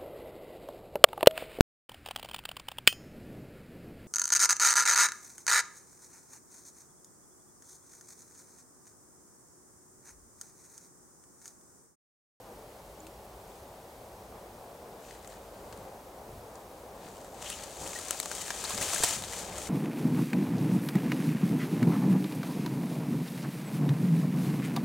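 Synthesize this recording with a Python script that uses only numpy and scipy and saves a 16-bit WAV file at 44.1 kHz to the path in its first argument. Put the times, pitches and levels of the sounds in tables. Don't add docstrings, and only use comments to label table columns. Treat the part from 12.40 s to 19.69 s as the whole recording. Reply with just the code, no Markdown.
import sys
import numpy as np
from scipy import signal
from scipy.fft import rfft, irfft
from scipy.io import wavfile

SR = 44100
rng = np.random.default_rng(int(sys.argv[2]) if len(sys.argv) > 2 else 0)


def generate_wav(signal):
    frames = np.transpose(np.atleast_2d(signal))
    scaled = np.clip(frames, -1, 1) * 32767
    pcm = np.round(scaled).astype(np.int16)
    wavfile.write(sys.argv[1], SR, pcm)


N = 321489
T = np.arange(N) / SR

# frequency_hz, gain_db
LEAF_SPECTRUM = [(1500, -28.5), (3000, -7), (4500, -7.5), (5500, -4.5), (6500, 0), (7600, 0), (9000, -3.5),
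                 (10500, -9), (12500, -15.5), (16000, -17.5)]
STEM_SPECTRUM = [(150, -17.5), (400, -2.5), (750, 4), (1300, 2.5), (2000, 2), (3100, -0.5), (4500, 0),
                 (8000, -29.5)]
# start_s, hold_s, leaf_db, stem_db
MOVEMENTS = [(1.09, .08, -68, -69), (2.62, 0.87, -68.5, -69), (2.68, 0.042, -60, -61),
             (2.86, 0.07, -64, -69), (4.1, 0.32, -72, -73), (4.62, .38, -62, -69), (4.64, 0.024, -70, -58),
             (5.02, .02, -53.5, -53.5), (5.08, 0.068, -44, -51), (5.2, .05, -50.5, -52),
             (5.3, .1, -52, -57.5), (5.42, .5, -45.5, -54), (5.56, .02, -47.5, -49.5),
             (5.7, .01, -45.5, -47.5), (5.96, .36, -43, -49), (6.24, 0.079, -42.5, -45),
             (6.42, .32, -35.5, -41.5), (6.66, 0.024, -36, -42), (6.8, .21, -45.5, -50.5),
             (6.96, .04, -44.5, -53), (7.04, .13, -49, -50), (7.21, 0.057, -45, -52)]
def grouse_rustle(fizz_db=-19):
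    leaf_gain, stem_gain = levels(MOVEMENTS, attack_s=.051, release_s=.055)
    spurts_db = 1.06 * walk(rate=110) + .5 * walk(rate=25)
    effort = np.sqrt(leaf_gain / leaf_gain.max())
    leaves = crackle(10000 * effort, LEAF_SPECTRUM, scatter_db=2.4, pan_db=3.6, pan_spread_db=2.6)
    fizz_spectrum = [(6000, -30), (10000, -5), (13000, 0), (16000, -5)]
    fizz = crackle(10000 * effort, fizz_spectrum, scatter_db=2.2, pan_db=3, pan_spread_db=3)
    fizz *= effort ** 2 * undb(fizz_db)
    stems = crackle(3500 * effort, STEM_SPECTRUM, scatter_db=0, pan_db=5.5, pan_spread_db=3)
    rustle = (leaves + fizz) * leaf_gain * undb(spurts_db - .23)
    rustle += stems * stem_gain * undb(spurts_db + .26)
    return rustle, leaf_gain


def crackle(per_s, spectrum, scatter_db, pan_db, pan_spread_db):
    breaks = rng.random(N) < per_s / SR
    strength = np.minimum(rng.exponential(size=N), 5)
    clicks = unit(breaks * undb(scatter_db * strength) * rng.choice([-1, 1], N) / np.sqrt(per_s))
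    return colour(clicks * pan(pan_db + pan_spread_db * rng.standard_normal(N)), spectrum)


# start_s, crack_db, crack_hz, knock_db, knock_hz, decay_s, pan_db
TWIG_SNAPS = [(.6679, -53, 9300, -52, 2700, .006, 4), (2.7089, -64, 7000, -52, 1880, .0034, 3),
              (2.75, -61, 8000, -53, 1900, .005, 3), (2.847, -61, 8070, -54, 1900, .002, 6),
              (2.8747, -49, 7640, -58, 3180, .0024, 3), (2.9228, -63, 6850, -54.5, 1750, .0035, 4),
              (2.938, -60, 7500, -57, 1800, .003, 2), (3.326, -55, 7600, -48, 1570, .007, 5),
              (3.375, -57, 8400, -66, 2000, .002, 3), (4.1552, -53.5, 6760, -58, 1610, .0031, 4),
              (5.022, -47.5, 7730, -44, 970, 0.0066, 4), (5.1016, -37, 8800, -41, 3430, .0036, 2),
              (5.2366, -40, 7260, -50, 4600, .0036, 5), (5.4749, -43.5, 7300, -45, 3240, 0.0018, 7),
              (5.5887, -39.5, 8100, -45, 1830, .0029, 5), (5.6844, -39, 6120, -53, 4220, .002, 5),
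              (5.7084, -27.5, 9900, -37.5, 1380, 0.0012, 5.5), (5.8003, -29, 7900, -35.5, 2300, .0009, 3.5),
              (5.83, -40, 7770, -41.5, 1160, 0.0036, 7), (5.8579, -37, 7490, -39.5, 1150, .0018, 1.5),
              (5.9151, -37.5, 6680, -37, 1580, 0.0045, 5), (5.9502, -37.5, 8530, -55.5, 3600, .005, 3),
              (6.0202, -42, 7450, -50, 3770, .003, 0), (6.1048, -37, 6400, -32.5, 1660, 0.0054, 4.5),
              (6.2403, -37, 7700, -40, 1630, .0025, 6), (6.2969, -37, 6780, -47, 1180, .006, 0.5),
              (6.3061, -38, 7200, -37, 1072, .0045, -6), (6.3465, -35.5, 6600, -43, 1550, 0.0072, 3),
              (6.3779, -37, 6270, -35, 4870, .002, 5), (6.4112, -36, 7800, -43, 2020, .003, 2),
              (6.4175, -39, 6420, -37, 2000, .003, 3), (6.5347, -29.5, 9100, -37.5, 651, 0.0011, 3),
              (6.5443, -33, 8000, -55, 4540, 0.0011, 3), (6.5477, -30, 7900, -59, 4390, 0.00097, 8),
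              (6.6355, -24.5, 8740, -29.5, 690, 0.0032, 1), (6.6381, -22, 7900, -28.5, 963, 0.0073, 0),
              (6.6463, -26, 7670, -44, 4450, 0.0011, -2), (6.8223, -41, 6765, -44, 3500, 0.002, 2),
              (6.8381, -54, 6930, -40, 3870, .0028, 4), (7.182, -38, 6750, -44, 1270, 0.0075, 5)]
def twig_snaps():
    out = np.zeros((2, N))
    for start_s, *twig, pan_db in TWIG_SNAPS:
        add(out, start_s, snap(*twig) * pan(pan_db))
    return out


# frequency_hz, gain_db
CRACK_SPECTRUM = [(2000, -7.5), (4000, -11), (6000, -0.5), (8000, 3), (10000, -2), (12000, -11.5),
                  (16000, -13)]
KNOCK_SPECTRUM = [(200, -36), (550, 9), (1100, 3.5), (2300, -1), (4500, 1.5), (8000, -13)]
def snap(crack_db, crack_hz, knock_db, knock_hz, decay_s, trim_db=-5.5):
    crack = fracture(CRACK_SPECTRUM, crack_hz, decay_s, ring_cycles=5, ring_share=.32)
    knock = fracture(KNOCK_SPECTRUM, knock_hz, decay_s, ring_cycles=4, ring_share=.38)
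    return crack * undb(crack_db + trim_db) + knock * undb(knock_db + trim_db)


def fracture(spectrum, ring_hz, decay_s, ring_cycles, ring_share, width=.28, size=1024):
    t = np.arange(size) / SR
    fibres = rng.standard_normal(size) + width * rng.standard_normal((2, size))
    tear = colour(fibres * np.exp(-t / decay_s), spectrum, size=size // 2)
    ring = np.sin(2 * np.pi * ring_hz * t) * np.exp(-t * ring_hz / ring_cycles)
    return np.sqrt(1 - ring_share) * unit(tear) + np.sqrt(ring_share) * unit(ring)


def small_snaps(leaf_gain, per_s=16, still_db=-67, moderate_db=-49, growth=.78, count=256):
    out = np.zeros((2, N))
    times = np.cumsum(rng.exponential(size=count)) / per_s
    for start_s, (strength, pitch) in zip(times, rng.standard_normal((count, 2))):
        rustle_db = 20 * np.log10(leaf_gain[min(int(start_s * SR), N - 1)])
        if start_s < T[-1] and rustle_db > still_db:
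            db = moderate_db + growth * (rustle_db - moderate_db) + 1.7 * strength
            knock_hz = 2130 * 2 ** (.464 * pitch)
            small_snap = snap(db - .5, crack_hz=7500, knock_db=db - 1, knock_hz=knock_hz, decay_s=.0032)
            add(out, start_s, small_snap * pan(3))
    return out


# start_s, length_s, resonance_hz, level_db
STEM_SCRAPES = [(5.039, 0.064, 3080, -49.5), (5.098, 0.062, 2870, -48), (6.527, 0.02, 4460, -50)]
def stem_scrapes(ticks_per_s=3000, quality_factor=6):
    out = np.zeros((2, N))
    for start_s, length_s, resonance_hz, level_db in STEM_SCRAPES:
        ticks = rng.standard_normal(N) * (rng.random(N) < ticks_per_s / SR)
        n = int(length_s * SR)
        rasp = signal.lfilter(*signal.iirpeak(resonance_hz, quality_factor, fs=SR), ticks[:n])
        add(out, start_s, undb(level_db) * unit(rasp * np.hanning(n)) * pan(4.9))
    return out


# start_s, length_s, from_hz, to_hz, level_db
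TWIG_SQUEAKS = [(.601, .0079, 6960, 7000, -47.5), (5.553, 0.021, 1865, 1890, -39.5),
                (6.243, .017, 2810, 5630, -34.5)]
def twig_squeaks(slips_per_s=260):
    out = np.zeros((2, N))
    for start_s, length_s, from_hz, to_hz, level_db in TWIG_SQUEAKS:
        n = int(length_s * SR)
        pitch_hz = np.linspace(from_hz, to_hz, n) * (1 + .027 * walk(rate=800)[:n])
        pitch_hz += .08 * (to_hz - from_hz) * walk(slips_per_s)[:n]
        grip = undb(level_db + walk(slips_per_s)[:n]) * np.sqrt(np.hanning(n))
        add(out, start_s, grip * tone(pitch_hz) * pan(4.7))
    return out


# start_s, level_db
BODY_THUMPS = [(4.659, -32.5), (5.409, -45), (6.335, -29), (6.354, -28.5), (6.389, -28), (6.411, -26),
               (6.602, -21.5), (6.635, -26), (6.765, -32)]
def body_thumps(decay_s=.0063, trim_db=-7, size=4096):
    out, t = np.zeros((2, N)), np.arange(size) / SR
    spectrum = [(25, -9), (70, -19), (170, -5), (300, -12), (700, -20), (2000, -54)]
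    for start_s, level_db in BODY_THUMPS:
        push = colour(rng.standard_normal(size) * np.exp(-t / decay_s), spectrum)
        add(out, start_s, undb(level_db + trim_db) * push / np.abs(push).max())
    return out


# start_s, hold_s, level_db
AIR_BUFFETS = [(6.345, 0.053, -49.5), (6.72, .12, -50.5), (6.98, .1, -55)]
def air_buffets():
    gain, = levels(AIR_BUFFETS, attack_s=.023, release_s=.27)
    spectrum = [(30, -22), (60, -10), (90, 1), (130, -6.5), (190, -3.5), (280, -16),
                (500, -26), (1500, -54)]
    return colour(rng.standard_normal(N), spectrum) * gain * undb(1.3 * walk(rate=22))


def woodland_echoes(x, near_db=-13, near_s=.0064, far_db=-26, far_s=.07, size=16384):
    t = np.arange(size) / SR
    near, far = rng.standard_normal((2, 2, size)) * (t > .0012)
    near, far = unit(near * np.exp(-t / near_s)), unit(far * np.exp(-t / far_s))
    echoes = (undb(near_db) * near + undb(far_db) * far) / np.sqrt(size)
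    return x + signal.fftconvolve(x, echoes, axes=-1)[:, :N]


def distant_hoot(start_s=.59, length_s=.163, from_hz=300, to_hz=352, level_db=-54.5):
    progress = np.clip((T - start_s) / length_s, 0, 1)
    pitch_hz = from_hz + (to_hz - from_hz) * progress
    return np.sqrt(2) * tone(pitch_hz) * np.sin(np.pi * progress) * undb(level_db)


# frequency_hz, gain_db
ROAR_SPECTRUM = [(65, -27), (110, -12), (171, -6), (199, -1.5), (227, -6.5), (342, -3.5), (379, -1.5),
                 (573, 1), (669, -1.5), (781, -0.5), (1380, -14.5), (2400, -27), (3120, -54), (5280, -120)]
BASS_SPECTRUM = [(20, -27), (33, -8), (43, -2), (51, 4.5), (65, 0.5), (90, -3), (125, -4), (180, -11.5),
                 (300, -35.5)]
# start_s, hold_s, roar_db, bass_db
RUMBLE_SWELLS = [(.08, 0.11, -53, -66), (1.93, .04, -50.5, -59), (3.19, .27, -52, -57),
                 (3.89, .1, -64, -51), (5.41, 0.035, -43.5, -51), (6.38, .15, -47.5, -55),
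                 (7.0, .25, -49.5, -55.5)]
def distant_rumble(roar_db=-51, rise_db_per_s=.56, bass_db=-58.5):
    roar_swell, bass_swell = levels(RUMBLE_SWELLS, attack_s=.03, release_s=.06)
    roar_gain = np.hypot(undb(roar_db + rise_db_per_s * T), roar_swell) * undb(.61 * walk(rate=19))
    bass_gain = np.hypot(undb(bass_db), bass_swell) * undb(.8 * walk(rate=4.3))
    mid, side = colour(rng.standard_normal((2, N)), ROAR_SPECTRUM)
    roar = stereo(mid, side, width=[(150, -4.5), (600, -8.5), (1000, -5.5), (1600, -.5)]) * pan(2.3)
    bass = colour(rng.standard_normal(N), BASS_SPECTRUM, size=8192)
    return roar * roar_gain + bass * bass_gain


# frequency_hz, gain_db
HISS_SPECTRUM = [(900, -9.5), (2200, -1.5), (4000, -2.5), (6500, -2.5), (9000, -3.5), (12000, -4),
                 (16000, -4.5)]
HISS_SIDE_GAIN = [(2000, 1.5), (4000, -5.5), (5200, -12), (7000, -10), (10000, -14), (15000, -12)]
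def camera_noise(hiss_db=-59, whine_hz=8500, whine_db=-77.5):
    mid, side = colour(rng.standard_normal((2, N)), HISS_SPECTRUM)
    whine = np.sqrt(2) * tone(whine_hz + 25 * walk(rate=91))
    return stereo(mid, side, HISS_SIDE_GAIN) * undb(hiss_db) + whine * undb(whine_db)


def undb(db):
    return 10 ** (np.asarray(db) / 20)


def unit(x):
    return x / np.sqrt(np.mean(x ** 2) + 1e-20)


def tone(hz):
    return np.sin(2 * np.pi * np.cumsum(hz) / SR)


def colour(x, spectrum, size=2048):
    hz, db = np.transpose(spectrum)
    f = np.maximum(np.arange(size // 2 + 1) * SR / size, 1)
    cepstrum = irfft(np.log(undb(np.interp(np.log(f), np.log(hz), db))))
    cepstrum[1:size // 2] *= 2
    cepstrum[size // 2 + 1:] = 0
    response = irfft(np.exp(rfft(cepstrum)))
    response /= np.linalg.norm(response)
    response = response.reshape((1,) * (x.ndim - 1) + (-1,))
    return signal.fftconvolve(x, response, axes=-1)[..., :x.shape[-1]]


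def walk(rate):
    knots = rng.standard_normal(4096)
    return np.interp(T * rate, np.arange(len(knots)), knots)


def levels(events, attack_s, release_s):
    power = 0
    for start_s, hold_s, *dbs in events:
        before_s, after_s = np.maximum(start_s - T, 0), np.maximum(T - start_s - hold_s, 0)
        envelope = np.exp(-before_s / attack_s - after_s / release_s)
        power += (undb(dbs)[:, None] * envelope) ** 2
    return np.sqrt(power + 1e-12)


def pan(db):
    return undb(np.array([[.5], [-.5]]) * db)


def stereo(mid, side, width, size=513):
    hz, db = np.transpose(width)
    f = np.linspace(0, SR / 2, size)
    taps = signal.firwin2(size, f, undb(np.interp(np.log(f + 1), np.log(hz), db)), fs=SR)
    return mid + signal.fftconvolve(side, taps, "same") * np.array([[1], [-1]])


def add(out, start_s, x):
    i = max(int(start_s * SR), 0)
    out[:, i:i + x.shape[-1]] += x[..., :max(N - i, 0)]


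def scene():
    background = distant_rumble() + camera_noise() + distant_hoot()
    body = body_thumps() + air_buffets()
    rustle, leaf_gain = grouse_rustle()
    brush = rustle + twig_snaps() + stem_scrapes() + twig_squeaks() + small_snaps(leaf_gain)
    return woodland_echoes(brush) + body + background


# frequency_hz, side_gain_db
STEREO_WIDTH = [(60, -17), (250, -11), (600, -8.5), (1200, -4), (4000, 1), (5200, 5), (7000, 1),
                (10500, -0.5), (13000, -7), (15000, -36)]
def record(dry, cutoff_hz=15800):
    left, right = dry
    heard = stereo((left + right) / 2, (left - right) / 2, STEREO_WIDTH)
    return signal.sosfilt(signal.ellip(10, .1, 70, cutoff_hz, fs=SR, output="sos"), heard)


dry = scene()
out = record(dry)
generate_wav(out)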